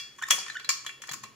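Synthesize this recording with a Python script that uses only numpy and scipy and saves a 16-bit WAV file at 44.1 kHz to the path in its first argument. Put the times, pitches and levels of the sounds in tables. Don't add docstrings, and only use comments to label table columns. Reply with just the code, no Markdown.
import sys
import numpy as np
from scipy import signal
from scipy.fft import rfft, irfft
from scipy.io import wavfile
from scipy.ndimage import uniform_filter1d

SR = 44100
rng = np.random.default_rng(int(sys.argv[2]) if len(sys.argv) > 2 else 0)


def store_pcm(level_fs):
    pcm = np.round(np.clip(level_fs, -1, 1) * 32767).astype(np.int16)
    wavfile.write(sys.argv[1], SR, np.atleast_2d(pcm).T)


def volts_from_decibels(level):
    exponent = np.asarray(level, float) / 20
    return 10 ** exponent


N = 59535
LEAD = 4096
LONG = N + LEAD
CLOCK = (np.arange(LONG) - LEAD) / SR
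MID_SIDE = np.array([[1], [-1]])


def curve(table, hz):
    table = np.array(table, float)
    return np.interp(np.log(np.maximum(hz, 1)), np.log(table[:, 0]), table[:, 1])


def unit(x):
    return x / np.sqrt(np.mean(x ** 2))


def over(x, response):
    return signal.fftconvolve(np.atleast_2d(x), np.atleast_2d(response), axes=1)[:, :x.shape[-1]]


def colour(x, table):
    cepstrum = irfft(curve(table, np.arange(513) * SR / 1024) * np.log(10) / 20)
    cepstrum[1:512] *= 2
    cepstrum[513:] = 0
    return over(x, irfft(np.exp(rfft(cepstrum))))


def band(x, hz, width_hz):
    return signal.lfilter(*signal.iirpeak(hz, hz / width_hz, SR), x)


def decay(t, t60):
    return np.exp(-np.log(1000) * t / t60)


# f/Hz, share of chance phase (0-1)
APART = [(300, 0.11), (1500, 0.34), (3000, 0.84), (5000, 0.95), (14000, 1.)]


def ring(pitches, modes):
    t = np.arange(SR // 2) / SR
    turns = rng.uniform(-np.pi, np.pi, len(modes))
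    out = 0
    for hz, (db, t60), turn in zip(pitches, modes, turns):
        lead = np.array([[0.5], [-0.5]]) * turn * curve(APART, hz)
        out = out + volts_from_decibels(db) * decay(t, max(t60, 0.005)) * np.sin(2 * np.pi * hz * t + lead)
    return out


def wash(bands):
    t = np.arange(SR // 2) / SR
    out = 0
    for hz, width_hz, db, t60 in bands:
        spread = np.array([[1, 1], [1, -1.4]]) * [1, curve(APART, hz)]
        pair = spread @ rng.standard_normal((2, len(t)))
        narrow = band(band(pair, hz, width_hz), hz, width_hz)
        out = out + volts_from_decibels(db) * unit(narrow) * decay(t, t60)
    return out


def blows(rows, column, length_s, rough, channels, rise_s=0):
    size = 1024
    grit = rng.standard_normal((len(rows), channels, size))
    t = np.arange(1, size + 1) / SR
    fade = np.exp(-t / length_s) * (1 - np.exp(-t / max(rise_s, 1e-6)))
    out = np.zeros((channels, LONG + size))
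    for row, g in zip(rows, grit):
        push = rough * g * fade / np.sqrt(np.sum(fade ** 2))
        push[:, 0] += 1 - min(rough, 1)
        i = int(row[0] * SR) + LEAD
        out[:, i:i + size] += volts_from_decibels(row[column]) * push
    return out[:, :LONG]


# f/Hz, level/dB per Hz
AIR = [(25, -16), (90, -11), (125, -9.5), (400, -5), (650, -14.5), (3000, -11.5), (8000, -26.5),
       (16000, -25)]
AIR_DB, HUM_DB, HUM_HZ, HUM_WIDTH_HZ = -62, -70.5, 128, 9.4


def air():
    mid, side, hum = rng.standard_normal((3, LONG))
    tone = colour(mid + 0.41 * side * MID_SIDE, AIR)
    hum = band(hum, HUM_HZ, HUM_WIDTH_HZ)
    return volts_from_decibels(AIR_DB) * unit(tone) + volts_from_decibels(HUM_DB) * unit(hum)


# f/Hz, t60/s
ROOM_T60 = [(250, 1), (1000, 0.4), (3000, 0.54), (7000, 0.38), (14000, 0.21)]
ROOM_DB, ROOM_START_S, ROOM_SIDE = -7.5, 0.0015, 0.86


def room():
    t = np.arange(SR // 2) / SR
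    mid, side = rng.standard_normal((2, len(t)))
    noise = rfft(mid + ROOM_SIDE * side * MID_SIDE)
    octave = np.log2(np.maximum(np.arange(noise.shape[1]) * SR / len(t), 100) / 125)
    tail = 0
    for k in range(9):
        share = np.clip(1 - abs(octave - k), 0, 1)
        tail = tail + irfft(noise * share, len(t)) * decay(t, curve(ROOM_T60, 125 * 2 ** k))
    tail = tail * np.clip(t / ROOM_START_S - 1, 0, 1)
    return volts_from_decibels(ROOM_DB) * tail / np.sqrt(np.sum(tail[0] ** 2))


# t/s, level/dB, f/Hz, t60/s
THUMPS = [(.303, -42, 640, 0.069), (.304, -67, 58.7, 0.073), (.305, -49, 250, 0.034),
          (0.328, -47.5, 205, 0.081), (0.329, -44, 529, 0.08), (0.382, -38, 776, 0.05),
          (0.68, -53, 514, 0.036), (.691, -53, 515, 0.044), (1, -57, 590, .05), (.863, -51.5, 472.2, 0.056),
          (1.089, -40, 797, 0.051), (1.108, -50, 154, 0.17), (1.133, -59, 227, 0.53),
          (1.233, -53.5, 153, 0.19), (1.236, -54.5, 390, 0.12)]
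THUMP_Q, THUMP_TONE = 1.48, 0.59


def thumps():
    out, noise = np.zeros(LONG), rng.standard_normal(LONG)
    for start, db, hz, t60 in THUMPS:
        t = np.maximum(CLOCK - start, 0)
        width_hz = hz / THUMP_Q
        rumble = unit(band(band(noise, hz, width_hz), hz, width_hz))
        swell = (1 - np.exp(-t * hz / 0.5)) * decay(t, t60)
        out += volts_from_decibels(db) * swell * (rumble + THUMP_TONE * np.sin(2 * np.pi * hz * t))
    return out


# start t/s, jump t/s, end t/s, low level/dB, high level/dB
SQUEAKS = [
    (0.215, 0.2245, 0.233, -38, -32),
    (.233, .232, .244, -30, -23),
    (0.477, 0.472, 0.51, -42, -41.5),
    (.497, 0.497, .507, -42, -32),
    (0.553, 0.5655, .576, -33.5, -28),
]
# multiple of f, level/dB
SQUEAK_TONES = [(1, -2), (2, -12), (3, -24.5), (4, -24.5)]
SQUEAK_LOW_HZ, SQUEAK_HIGH_HZ, SQUEAK_SAG_HZ_PER_S = 1532, 1812, 5700
JUMP_S, SQUEAK_SWELL, SQUEAK_WOBBLE = 0.0046, 0.91, 0.0148


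def squeaks():
    wobble = 1 + SQUEAK_WOBBLE * unit(uniform_filter1d(rng.standard_normal(LONG), size=90))
    out = np.zeros(LONG)
    for start, jump, end, low_db, high_db in SQUEAKS:
        up = np.clip((CLOCK - jump) / JUMP_S, 0, 1)
        low_hz = SQUEAK_LOW_HZ - SQUEAK_SAG_HZ_PER_S * np.clip(CLOCK - start, 0, jump - start)
        hz = (low_hz + up * (SQUEAK_HIGH_HZ - low_hz)) * wobble
        phase = 2 * np.pi * np.cumsum(hz) / SR
        off_peak = abs(CLOCK - jump - 0.48 * (end - jump)) / (end - jump)
        swell = volts_from_decibels(-20 * SQUEAK_SWELL * up * off_peak)
        gate = np.clip(np.minimum((CLOCK - start) / 0.0012, (end - CLOCK) / 0.0011), 0, 1)
        level = gate * volts_from_decibels(low_db + up * (high_db - low_db))
        tones = sum(volts_from_decibels(db) * np.sin(k * phase) for k, db in SQUEAK_TONES)
        out += level * swell * np.sqrt(2) * tones
    return out


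# t/s, level/dB
RATTLES = [(.182, -50), (.2235, -35), (.2265, -39), (.238, -38), (.306, -23), (.3085, -10), (.692, -18),
           (1.016, -50), (1.233, -40), (.2855, -28.5), (.598, -48), (.6025, -47.5), (.6465, -39),
           (.8665, -37), (1.021, -39), (1.0745, -38), (1.0935, -32.5), (1.1125, -32), (1.1195, -25),
           (1.133, -27), (1.136, -28), (1.1405, -27.5), (1.238, -36), (1.242, -41)]
# f/Hz, level/dB per Hz
RATTLE = [(1000, -11), (3000, -6.5), (5000, -9.5), (7000, 3.5), (8500, -9.5), (12000, -10.5), (16000, -5.5)]
RATTLE_S, CRACK_RISE_S = 0.0023, 0.0013


def rattles():
    chain = blows(RATTLES, column=1, length_s=RATTLE_S, rough=1, channels=2, rise_s=CRACK_RISE_S)
    return colour(chain * np.sqrt(RATTLE_S * SR), RATTLE)


SHOULDER_HZ = [1500, 1665, 1790, 1860, 2350]
# level/dB, t60/s
SHOULDER = [(-6.5, 0.019), (-34, 0.076), (-2, 0.04), (-1.5, 0.027), (-5.5, 0.084)]
# centre f/Hz, width f/Hz, level/dB, t60/s
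SHOULDER_WASH = [(2060, 1600, -8, 0.096)]


def shoulder_ring():
    return ring(SHOULDER_HZ, SHOULDER) + wash(SHOULDER_WASH)


# f/Hz, level/dB per Hz
CRACK = [(800, -13), (1100, -2.5), (2000, -6), (3500, -3), (4700, -13), (7100, 1), (8200, -9),
         (16000, -26.5)]


def metal(contact):
    return colour(contact, CRACK)


# t/s, level/dB
SCRAPE = [
    (0.0, -63.5),
    (0.282, -30.5),
    (0.394, -25),
    (0.54, -38.5),
    (1.292, -73),
    (1.35, -64),
]
SCRAPE_DB, SCRAPE_PER_S, SCRAPE_SCATTER_DB, SCRAPE_BODY_DB = -12.5, 900, 1.5, -30


def scrape(shoulder):
    chance = rng.random((2, LONG))
    sizes = volts_from_decibels(-SCRAPE_SCATTER_DB * np.log(chance[1] + 1e-9)) * rng.standard_normal(LONG)
    clicks = unit((chance[0] < SCRAPE_PER_S / SR) * sizes)
    clicks = clicks * volts_from_decibels(np.interp(CLOCK, *np.array(SCRAPE).T) + SCRAPE_DB)
    rung = over(clicks, shoulder / np.sqrt(np.sum(shoulder[0] ** 2)))
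    return metal(clicks) + volts_from_decibels(SCRAPE_BODY_DB) * rung


CONTACT_S = 0.0006
# t/s, low modes level/dB, high pair level/dB, neck level/dB
STRIKES = [(-.03, -22.5, -24, -30), (.189, -57, -48, -68), (.3075, -20, -11.5, -31), (.431, -38, -34, -58),
           (.5, -54, -55, -35.5), (.598, -43, -37, -39), (.646, -33, -43.5, -34.5),
           (.692, -35, -39.5, -23.5), (.8655, -36, -29, -38.5), (.895, -30, -55, -55),
           (.925, -59, -49, -61.5), (1.019, -43, -38.5, -54), (1.038, -39, -49, -54),
           (1.091, -47, -34.5, -39.5), (1.115, -39, -40, -47), (1.238, -34, -43, -46)]
BELL_HZ = [2336, 2460, 2735]
# level/dB, t60/s
BELL = [(-10.5, 0.19), (-18.5, 0.15), (-13, 0.25)]
BASE_HZ = [3353, 3357]
# level/dB, t60/s
BASE = [(-8.5, 0.45), (-2.5, 0.11)]
NECK_HZ = [4039]
# level/dB, t60/s
NECK = [(0.5, 0.096)]
# t/s, level/dB
GRIP = [(0, 0.5), (.3, -0.5), (.348, 0), (.358, -9), (.42, -12), (.432, -3), (.462, -2), (.47, -14),
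        (.59, -4), (.596, -0.5), (.905, -0.5), (.915, -13), (.93, 0), (1.13, -1.5), (1.14, -6), (1.35, -5)]


def bells():
    rings = ring(BELL_HZ, BELL), ring(BASE_HZ, BASE), ring(NECK_HZ, NECK)
    struck = []
    for column, bell in enumerate(rings, start=1):
        push = blows(STRIKES, column, length_s=CONTACT_S, rough=0.26, channels=1)
        struck.append(over(push, bell))
    low, pair, neck = struck
    return low + neck + pair * volts_from_decibels(np.interp(CLOCK, *np.array(GRIP).T))


# t/s, crack level/dB, belly level/dB, shoulder level/dB, wall level/dB
KNOCKS = [(0.186, -39, -44.5, -47, -72), (0.1913, -38.5, -46.5, -40, -65), (0.2235, -26.5, -27.5, -31, -68),
          (0.2845, -33, -36, -39, -45), (0.3018, -25, -44, -33.5, -39), (0.3053, -8, -34.5, -27.5, -42),
          (0.3078, -0.5, -24, -19, -47), (0.3139, -18, -29, -15, -39), (0.3349, -27, -33.5, -48, -49),
          (0.3874, -27, -60, -36, -34.5), (0.463, -38, -39.5, -36, -45), (0.4818, -31.5, -52, -34, -65),
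          (0.4996, -34.5, -39, -32.5, -41), (0.5447, -37.5, -50, -40, -59), (0.597, -39, -43.5, -33.5, -50),
          (0.6449, -42, -51, -40.5, -43)]
# t/s, crack, belly, shoulder, wall level/dB
LATE_KNOCKS = [(0.6908, -11, -27, -19, -21.5), (0.7022, -14.5, -36.5, -41, -41),
               (0.8475, -34, -43, -53, -59), (0.8639, -22, -43, -25.5, -43), (0.8924, -39, -59, -37, -73),
               (1.0195, -29, -45, -42.5, -56), (1.0378, -35.5, -53.5, -31.5, -58),
               (1.071, -34, -46, -64, -59), (1.0835, -41, -35, -37, -65),
               (1.0907, -32, -38.5, -35.5, -42.5), (1.1144, -25.5, -40, -34, -59),
               (1.1345, -25, -52, -39.5, -45), (1.1395, -26.5, -42.5, -41, -74),
               (1.2365, -34, -38.5, -38, -47)]
# t/s, crack, belly, shoulder, wall level/dB
EARLIER_KNOCK = [
    (-0.044, -16.5, -42.5, -26.5, -33),
]
ALL_KNOCKS = list(EARLIER_KNOCK) + list(KNOCKS) + list(LATE_KNOCKS)
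CRACK_S = 0.002


def cracks():
    burst = blows(ALL_KNOCKS, column=1, length_s=CRACK_S, rough=0.92, channels=2, rise_s=CRACK_RISE_S)
    burst = burst * np.sqrt(CRACK_S * SR / 2)
    return volts_from_decibels(-0.5) * metal(burst + 0.27 * burst[::-1])


RIM_HZ = [5425, 5830, 5890, 6617, 6778, 6947, 7122, 7212, 10572]
# level/dB, t60/s
RIM = [(0, 0.039), (-4.5, 0.08), (-4, 0.077), (-11.5, 0.11), (-10.5, 0.148), (3.5, 0.062), (-0.5, 0.06),
       (-4, 0.11), (-7, 0.028)]
# centre f/Hz, width f/Hz, level/dB, t60/s
RIM_WASH = [(5820, 2900, -8, 0.35), (10600, 6300, -16, 0.17), (14700, 14000, -9.5, 0.2)]
BODY_HZ = [1072, 1100, 1258]
# level/dB, t60/s
BODY = [(-3, 0.099), (-3, 0.099), (-9.5, 0.078)]
# centre f/Hz, width f/Hz, level/dB, t60/s
BODY_WASH = [(1163, 270, -6.5, 0.083)]
WALL_HZ = [2315, 4420, 4580, 4980, 5344, 5500]
# level/dB, t60/s
WALL = [(-2, 0.1), (-5, 0.088), (-10, 0.077), (3.5, 0.093), (-3, 0.062), (-4, 0.055)]
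# centre f/Hz, width f/Hz, level/dB, t60/s
WALL_WASH = [(4610, 1900, -3.5, 0.31)]
RIM_DB, BODY_DB, SHOULDER_DB, WALL_DB = -17, 0, 0, -2.5


def shell(shoulder):
    rim = ring(RIM_HZ, RIM) + wash(RIM_WASH)
    belly = ring(BODY_HZ, BODY) + wash(BODY_WASH)
    wall = ring(WALL_HZ, WALL) + wash(WALL_WASH)
    families = [(RIM_DB, rim), (BODY_DB, belly), (SHOULDER_DB, shoulder), (WALL_DB, wall)]
    out = 0
    for column, (db, response) in enumerate(families, start=1):
        push = blows(ALL_KNOCKS, column, length_s=CONTACT_S, rough=0.64, channels=1)
        out = out + volts_from_decibels(db) * over(push, response)
    return out


def highpass(x, hz):
    return signal.sosfilt(signal.butter(4, hz, "high", fs=SR, output="sos"), x)


THIN_HZ, THUD_HZ, THUD_DB = 920, 253, -17.5


def flask():
    shoulder = shoulder_ring()
    out = shell(shoulder) + rattles() + cracks() + scrape(shoulder)
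    return highpass(out, THIN_HZ) + volts_from_decibels(THUD_DB) * highpass(out, THUD_HZ)


SQUEAK_ROOM_DB, BELL_ROOM_DB = -0.5, -14.5


def scene():
    near, squeak, bell = flask() + thumps(), squeaks(), bells()
    sent = near.mean(axis=0) + volts_from_decibels(SQUEAK_ROOM_DB) * squeak + volts_from_decibels(BELL_ROOM_DB) * bell.mean(axis=0)
    return (near + squeak + bell + over(sent, room()) + air())[:, LEAD:]


def roll_off(x):
    return signal.sosfilt(signal.butter(12, 16800, fs=SR, output="sos"), x)


# f/Hz, left minus right level/dB
BALANCE_DB = [(300, 1), (1500, -2), (3000, 0), (5500, 0), (7000, 8), (10000, 6), (14000, 1.7)]
# f/Hz, level/dB
MIC = [(3450, 0), (3800, -4), (4150, 0.5), (7250, 0.5), (7700, -6), (8300, -0.5), (15600, -3.5),
       (16100, -24)]


def record(dry):
    ports = []
    for channel, sign in zip(dry, (1, -1)):
        tilt = [(hz, sign * db / 2) for hz, db in BALANCE_DB]
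        ports.append(colour(channel, tilt)[0])
    mix = np.clip(colour(np.array(ports), MIC), -1, 1)
    return roll_off(mix)


dry = scene()
out = record(dry)
store_pcm(out)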